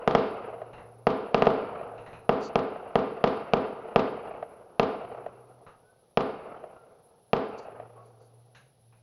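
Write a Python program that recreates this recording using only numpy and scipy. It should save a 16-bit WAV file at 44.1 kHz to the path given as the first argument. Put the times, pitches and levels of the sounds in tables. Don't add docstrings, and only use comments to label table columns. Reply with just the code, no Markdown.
import sys
import numpy as np
from scipy import signal
from scipy.fft import rfft, irfft
from scipy.io import wavfile
from scipy.ndimage import uniform_filter1d

SR = 44100
rng = np.random.default_rng(int(sys.argv[2]) if len(sys.argv) > 2 else 0)


def file_out(sig):
    cols = np.atleast_2d(sig).T
    lim = np.clip(cols, -1, 1)
    pcm = np.round(lim * 32767).astype(np.int16)
    wavfile.write(sys.argv[1], SR, pcm)


N = 397782

# pitch_hz, density_db_per_hz
AIR_SPECTRUM = [(25, -9.5), (60, -6.5), (120, 7), (300, -8), (450, -2.5), (750, -3.5), (1100, -17.5),
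                (2000, -22), (4000, -19), (6000, -23), (8000, -45), (15000, -34.5)]
# pitch_hz, density_db_per_hz
HISS_SPECTRUM = [(8000, -20.5), (9300, -4.5), (10200, 5.5), (11200, 4.5), (11800, -14), (13500, -21.5),
                 (15300, -17), (16000, -32)]
# start_s, length_s, pitch_hz, level_db
HUM_SPELLS = [(.35, 0.92, 117, -56), (1.5, 1.2, 112, -62), (4.95, .85, 123.8, -62),
              (7.68, 1.04, 117, -58.5), (8.55, .2, 133.5, -52), (8.76, 0.46, 116.5, -59)]
# start_s, length_s, start_hz, end_hz, level_db
WHISTLES = [(5.76, .23, 1407, 1576, -69.5), (6.657, 0.24, 1434, 1340, -62.5),
            (7.944, 0.085, 1077, 1134, -55)]
# start_s, length_s, peak_db
RUSTLES = [(2.39, 0.12, -52), (7.573, 0.034, -57), (7.583, 0.086, -69), (8.0, .14, -79.5),
           (8.16, .16, -76.5)]
# pitch_hz, density_db_per_hz
RUSTLE_SPECTRUM = [(1500, -33.5), (3500, -7), (4650, 9.5), (5200, -6), (5900, 2), (7500, -8), (8500, -45)]
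# start_s, level_db, treble_tilt_db_per_octave, resonance_hz
POPS = [(.732, 2.5, -4, 2740), (0.779, 3, -6, 2000), (1.978, 1, -3.5, 2680), (2.062, 2.5, -3, 1930),
        (2.13, 3.5, -3.5, 2502), (5.665, -0.5, -4, 1256), (8.549, -10.5, 4, 1635), (8.925, -13.5, -4, 2450)]
# pitch_hz, level_db
POP_SPECTRUM = [(60, -6.5), (140, 0.5), (300, -15), (550, -6), (900, -4.5), (1700, -10.5), (2300, -14),
                (2800, -11), (3300, -23.5), (4000, -15.5), (4700, -30.5), (6500, -28.5), (8500, -57.5)]
# start_s, level_db, treble_tilt_db_per_octave, crack_db, wall_slap_db, far_echo_db
BANGS = [(0.0765, -1, 0, 5, 2, -15.5), (0.1505, 1, 0.6, 4.5, -2, -5.5), (1.0695, 0, -0.5, -3, -4, -3.5),
         (1.3453, -.5, 0.4, 2, -3, -9), (1.4223, -1.6, -.5, 0.5, -1, -15),
         (1.4697, 0.5, -1.4, -15, -4.5, -13.5), (2.2930, 0, -1, -2, -8, -6.5),
         (2.5567, -1, -1.4, 2, -1.5, -11), (2.9561, 0, -1.5, -.5, -4, -8), (3.2408, 0, .5, -4.5, 2, -9.5),
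         (3.5357, 0, -1, 4, -6, -5), (3.9603, 1.5, -0.3, -0.5, 3.5, -2), (4.7965, -0.36, 0.3, 5.5, 3, -4.5),
         (6.1733, -1.5, 0, -0.5, 0.5, -10), (7.3326, -1.45, 0, -3, -2.5, -8.5)]
# pitch_hz, level_db
BLAST_SPECTRUM = [(25, 7.5), (45, -17.5), (85, 7), (150, 18), (400, 25), (700, 19.5), (1200, 16),
                  (1800, 2.5), (2800, 4), (3800, -7), (5200, -10.5), (8000, -45.5), (16000, -43)]
# pitch_hz, level_db
CRACK_SPECTRUM = [(40, -35), (300, -11), (1000, 1), (1800, 0.5), (2800, 5), (3800, -8.5), (5000, -10.5),
                  (6200, -20), (7200, -23), (8500, -46.5)]
# pitch_hz, level_db
SLAP_SPECTRUM = [(40, -13.5), (120, 2), (500, 18), (1000, 5.5), (1800, -5.5), (2800, -5), (4500, -15),
                 (7000, -30.5), (8500, -55)]
# delay_ms, signed_share
NEAR_REFLECTIONS = [(0, 1), (1.52, 0.88), (2.31, -0.43), (3.5, -0.48), (4.07, 0.45), (5.79, 0.4),
                    (6.34, 0.46), (8.59, 0.27), (11.96, -0.26)]
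# pitch_hz, level_db
ROOM_SPECTRUM = [(25, 0.5), (75, 6), (125, 14.5), (240, 22), (340, 18.5), (450, 31), (560, 18.5),
                 (720, 19.5), (950, 16.5), (1250, 13), (1750, 2), (2800, -2), (5000, -13), (8000, -52)]
# pitch_hz, t60_s
ROOM_T60 = [(100, .5), (300, 0.57), (600, 0.45), (2500, .65), (6000, 0.53)]
# pitch_hz, relative_level_db, t60_s
ROOM_MODES = [(218, -47.5, 0.97), (264.3, -28, 0.36), (405, -49, 0.19), (450, -50, 0.94),
              (649.6, -30.5, 0.47), (809, -37.5, 0.59), (1195, -37.5, 0.45), (1340, -42.5, 0.26)]
# pitch_hz, level_db
LAND_SPECTRUM = [(25, -2), (60, 5.5), (130, 10), (320, 12), (460, 25.5), (560, 20.5), (700, 24), (1000, 14),
                 (1300, 15.5), (1800, 1), (2800, 4.5), (3500, -11), (4600, -12), (7000, -38.5)]
# pitch_hz, level_db
FAR_SPECTRUM = [(100, -13), (350, -4), (600, 16), (900, 0), (1300, -4), (1900, -10.5), (3000, -20.5),
                (6000, -49)]
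# delay_s, level_db
FAR_RETURNS = [(.215, -11.5), (.32, -10), (.351, -7), (.39, -11.5), (.467, -2.5)]

HUM_ATTACK_S, HUM_RELEASE_S = 0.13, 0.3
ROLL_DB, ROLL_RISE_S, ROLL_FADE_DB_PER_S = 0.46, 0.09, 21.5
BELT_DELAY_S, BELT_SPREAD_S, BELT_DB = 0.37, 0.11, 3
EDGE_HZ = 16500


def gain_of(db):
    return 10 ** (np.asarray(db) / 20)


def evened(x):
    return x / np.sqrt(np.mean(x ** 2) + 1e-20)


def read(points, hz):
    table_hz, value = np.transpose(points)
    return np.interp(np.log(hz + 1), np.log(table_hz + 1), value)


def add(mix, start_s, sound):
    part = mix[max(0, round(start_s * SR)):][:len(sound)]
    part += sound[:len(part)]


def drift(size):
    once_smoothed = uniform_filter1d(rng.standard_normal(N), size)
    return evened(uniform_filter1d(once_smoothed, size))


def noise(points):
    white = rfft(rng.standard_normal(N))
    gains = gain_of(read(points, np.fft.rfftfreq(N, 1 / SR)))
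    return evened(irfft(white * gains, N))


def pulse(points, size=4096):
    hz = abs(np.fft.fftfreq(size, 1 / SR))
    log_gain = read(points, hz) * np.log(10) / 20
    spectrum = np.exp(np.conj(signal.hilbert(log_gain)))
    return np.fft.ifft(spectrum).real[:size // 2]


def tilted(x, tilt_db):
    return signal.fftconvolve(x, pulse([(800, 0), (6400, 3 * tilt_db)]))


def scatter(length_s, field_db):
    spacing = 10
    taps = np.zeros(int(length_s * SR))
    slots = np.arange(0, len(taps) - spacing, spacing)
    at = slots + rng.integers(0, spacing, len(slots))
    taps[at] = rng.choice([-1., 1.], len(slots)) * np.sqrt(spacing / SR)
    hz, t, grid = signal.stft(taps, SR, nperseg=256)
    shaped = grid * gain_of(field_db(hz[:, None], t))
    return signal.istft(shaped, SR)[1][:len(taps)]


def ring(t60, size=128):
    tail = scatter(0.95, lambda hz, t: -60 * t / read(t60, hz))
    spectrum = rfft(tail, 2 * SR)
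    broad_power = abs(uniform_filter1d(abs(spectrum) ** 2, size))
    return irfft(spectrum / np.sqrt(broad_power + 1e-20))[:SR]


def splinters(points, t60_s, size=2048):
    decay = gain_of(-60 * np.arange(size) / SR / t60_s)
    spectrum = rfft(rng.standard_normal(size) * decay, 2 * size)
    spectrum /= np.sqrt(uniform_filter1d(abs(spectrum) ** 2, size=80))
    return signal.fftconvolve(irfft(spectrum)[:size], pulse(points))


def background(air_db=-68, hiss_db=-76, uneven_db=3.0):
    air = gain_of(air_db) * noise(AIR_SPECTRUM)
    hiss = gain_of(hiss_db + uneven_db * drift(size=600)) * noise(HISS_SPECTRUM)
    return air + hiss


def hum(waver_hz=1.2, waver_db=1.5):
    out, wander_hz = np.zeros(N), waver_hz * drift(size=6000)
    for start_s, length_s, hz, db in HUM_SPELLS:
        t = np.arange(int(length_s * SR)) / SR
        attack = np.minimum(t / HUM_ATTACK_S, 1)
        release = np.minimum((length_s - t) / HUM_RELEASE_S, 1)
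        tone = evened(np.sin(2 * np.pi * np.cumsum(hz + wander_hz[:len(t)]) / SR))
        add(out, start_s, gain_of(db) * attack * release * tone)
    return out * gain_of(waver_db * drift(size=3000))


def whistles(blur_t60_s=0.37):
    out = np.zeros(N)
    for start_s, length_s, start_hz, end_hz, db in WHISTLES:
        hz = np.linspace(start_hz, end_hz, int(length_s * SR))
        tone = np.sin(2 * np.pi * np.cumsum(hz) / SR)
        add(out, start_s, gain_of(db) * np.hanning(len(hz)) * tone)
    return out + signal.fftconvolve(out, ring([(1000, blur_t60_s)]))[:N]


def rustles():
    swells, fizz = np.zeros(N), noise(RUSTLE_SPECTRUM)
    for start_s, length_s, db in RUSTLES:
        add(swells, start_s, gain_of(db) * np.hanning(int(length_s * SR)))
    return swells * fizz


def pops(width_hz=150, ring_db=6):
    out = np.zeros(N)
    for start_s, db, tilt_db, hz in POPS:
        blurred = signal.fftconvolve(ring([(1000, 0.35)]), pulse(POP_SPECTRUM))
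        pop = tilted(blurred, tilt_db)
        resonance = signal.lfilter(*signal.iirpeak(hz, hz / width_hz, SR), pop)
        add(out, start_s, gain_of(db) * (pop + gain_of(ring_db) * resonance))
    return out


def roll(absorb_db=6.5, lumpy_db=2.4, patchy_db=3.0):
    def field_db(hz, t):
        rise_db = 20 * np.log10(np.clip(t / ROLL_RISE_S, 1e-2, 1) ** 2)
        belt_db = BELT_DB * np.exp(-((t - BELT_DELAY_S) / BELT_SPREAD_S) ** 2)
        fade_db = ROLL_FADE_DB_PER_S * (t - ROLL_RISE_S) + absorb_db * t * hz / 1000
        lumps = evened(uniform_filter1d(rng.standard_normal(len(t)), size=4))
        patches = evened(uniform_filter1d(rng.standard_normal((len(hz), len(t))), size=24))
        uneven_db = lumpy_db * lumps + patchy_db * patches * hz / (hz + 800)
        return ROLL_DB + rise_db + belt_db - fade_db + uneven_db
    return signal.fftconvolve(scatter(2, field_db), pulse(LAND_SPECTRUM))


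def earlier_shell(age_s=0.31, level_db=2):
    out = np.zeros(N)
    add(out, 0, gain_of(level_db) * roll()[int(age_s * SR):])
    return out


def window(blast, dull_db=-3):
    out = np.zeros(SR)
    add(out, 0, blast)
    for delay_ms, share in NEAR_REFLECTIONS[1:]:
        add(out, delay_ms / 1000, share * tilted(blast, dull_db))
    return out


def far_echo(smear_db=-6, room_db=-8):
    blast = pulse(FAR_SPECTRUM)
    smear = gain_of(smear_db) * ring([(1000, 0.045)])
    diffuse = smear + gain_of(room_db) * ring(ROOM_T60)
    return window(-blast) + signal.fftconvolve(diffuse, blast)[:SR]


def indoors(room_delay_s=0.008, build_up_s=0.018, modes_db=-1, frame_db=-9):
    out, t = window(-pulse(BLAST_SPECTRUM)), np.arange(SR) / SR
    frame = signal.fftconvolve(ring([(1000, 0.069)]), pulse(CRACK_SPECTRUM))
    add(out, 0, gain_of(frame_db) * frame)
    room = signal.fftconvolve(ring(ROOM_T60), pulse(ROOM_SPECTRUM))[:SR]
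    for hz, db, t60_s in ROOM_MODES:
        room += gain_of(modes_db + db - 60 * t / t60_s) * np.sin(2 * np.pi * hz * t)
    swell = 1 - np.exp(-2 * t / build_up_s)
    add(out, room_delay_s, 1.152 * room * swell)
    return out


def fireworks(wall_delay_s=0.0328, crack_t60_s=0.0049, slap_t60_s=0.044):
    out, bang = np.zeros(N), indoors()
    echoes = [far_echo() for _ in FAR_RETURNS]
    for start_s, db, tilt_db, crack_db, slap_db, echo_db in BANGS:
        add(out, start_s, gain_of(db) * tilted(bang, tilt_db))
        add(out, start_s, gain_of(crack_db) * splinters(CRACK_SPECTRUM, crack_t60_s))
        add(out, start_s + wall_delay_s, gain_of(slap_db) * splinters(SLAP_SPECTRUM, slap_t60_s))
        add(out, start_s, gain_of(db) * roll())
        for (delay_s, return_db), echo in zip(FAR_RETURNS, echoes):
            add(out, start_s + delay_s, gain_of(echo_db + return_db) * echo)
    return out


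def scene():
    quiet_layers = background() + hum() + whistles() + rustles() + pops()
    return (quiet_layers + earlier_shell() + fireworks())[None]


def record(dry):
    low_pass = signal.firwin(511, EDGE_HZ, window=("kaiser", 9), fs=SR)
    return signal.oaconvolve(dry, low_pass[None], "same")


dry = scene()
out = record(dry)
file_out(out)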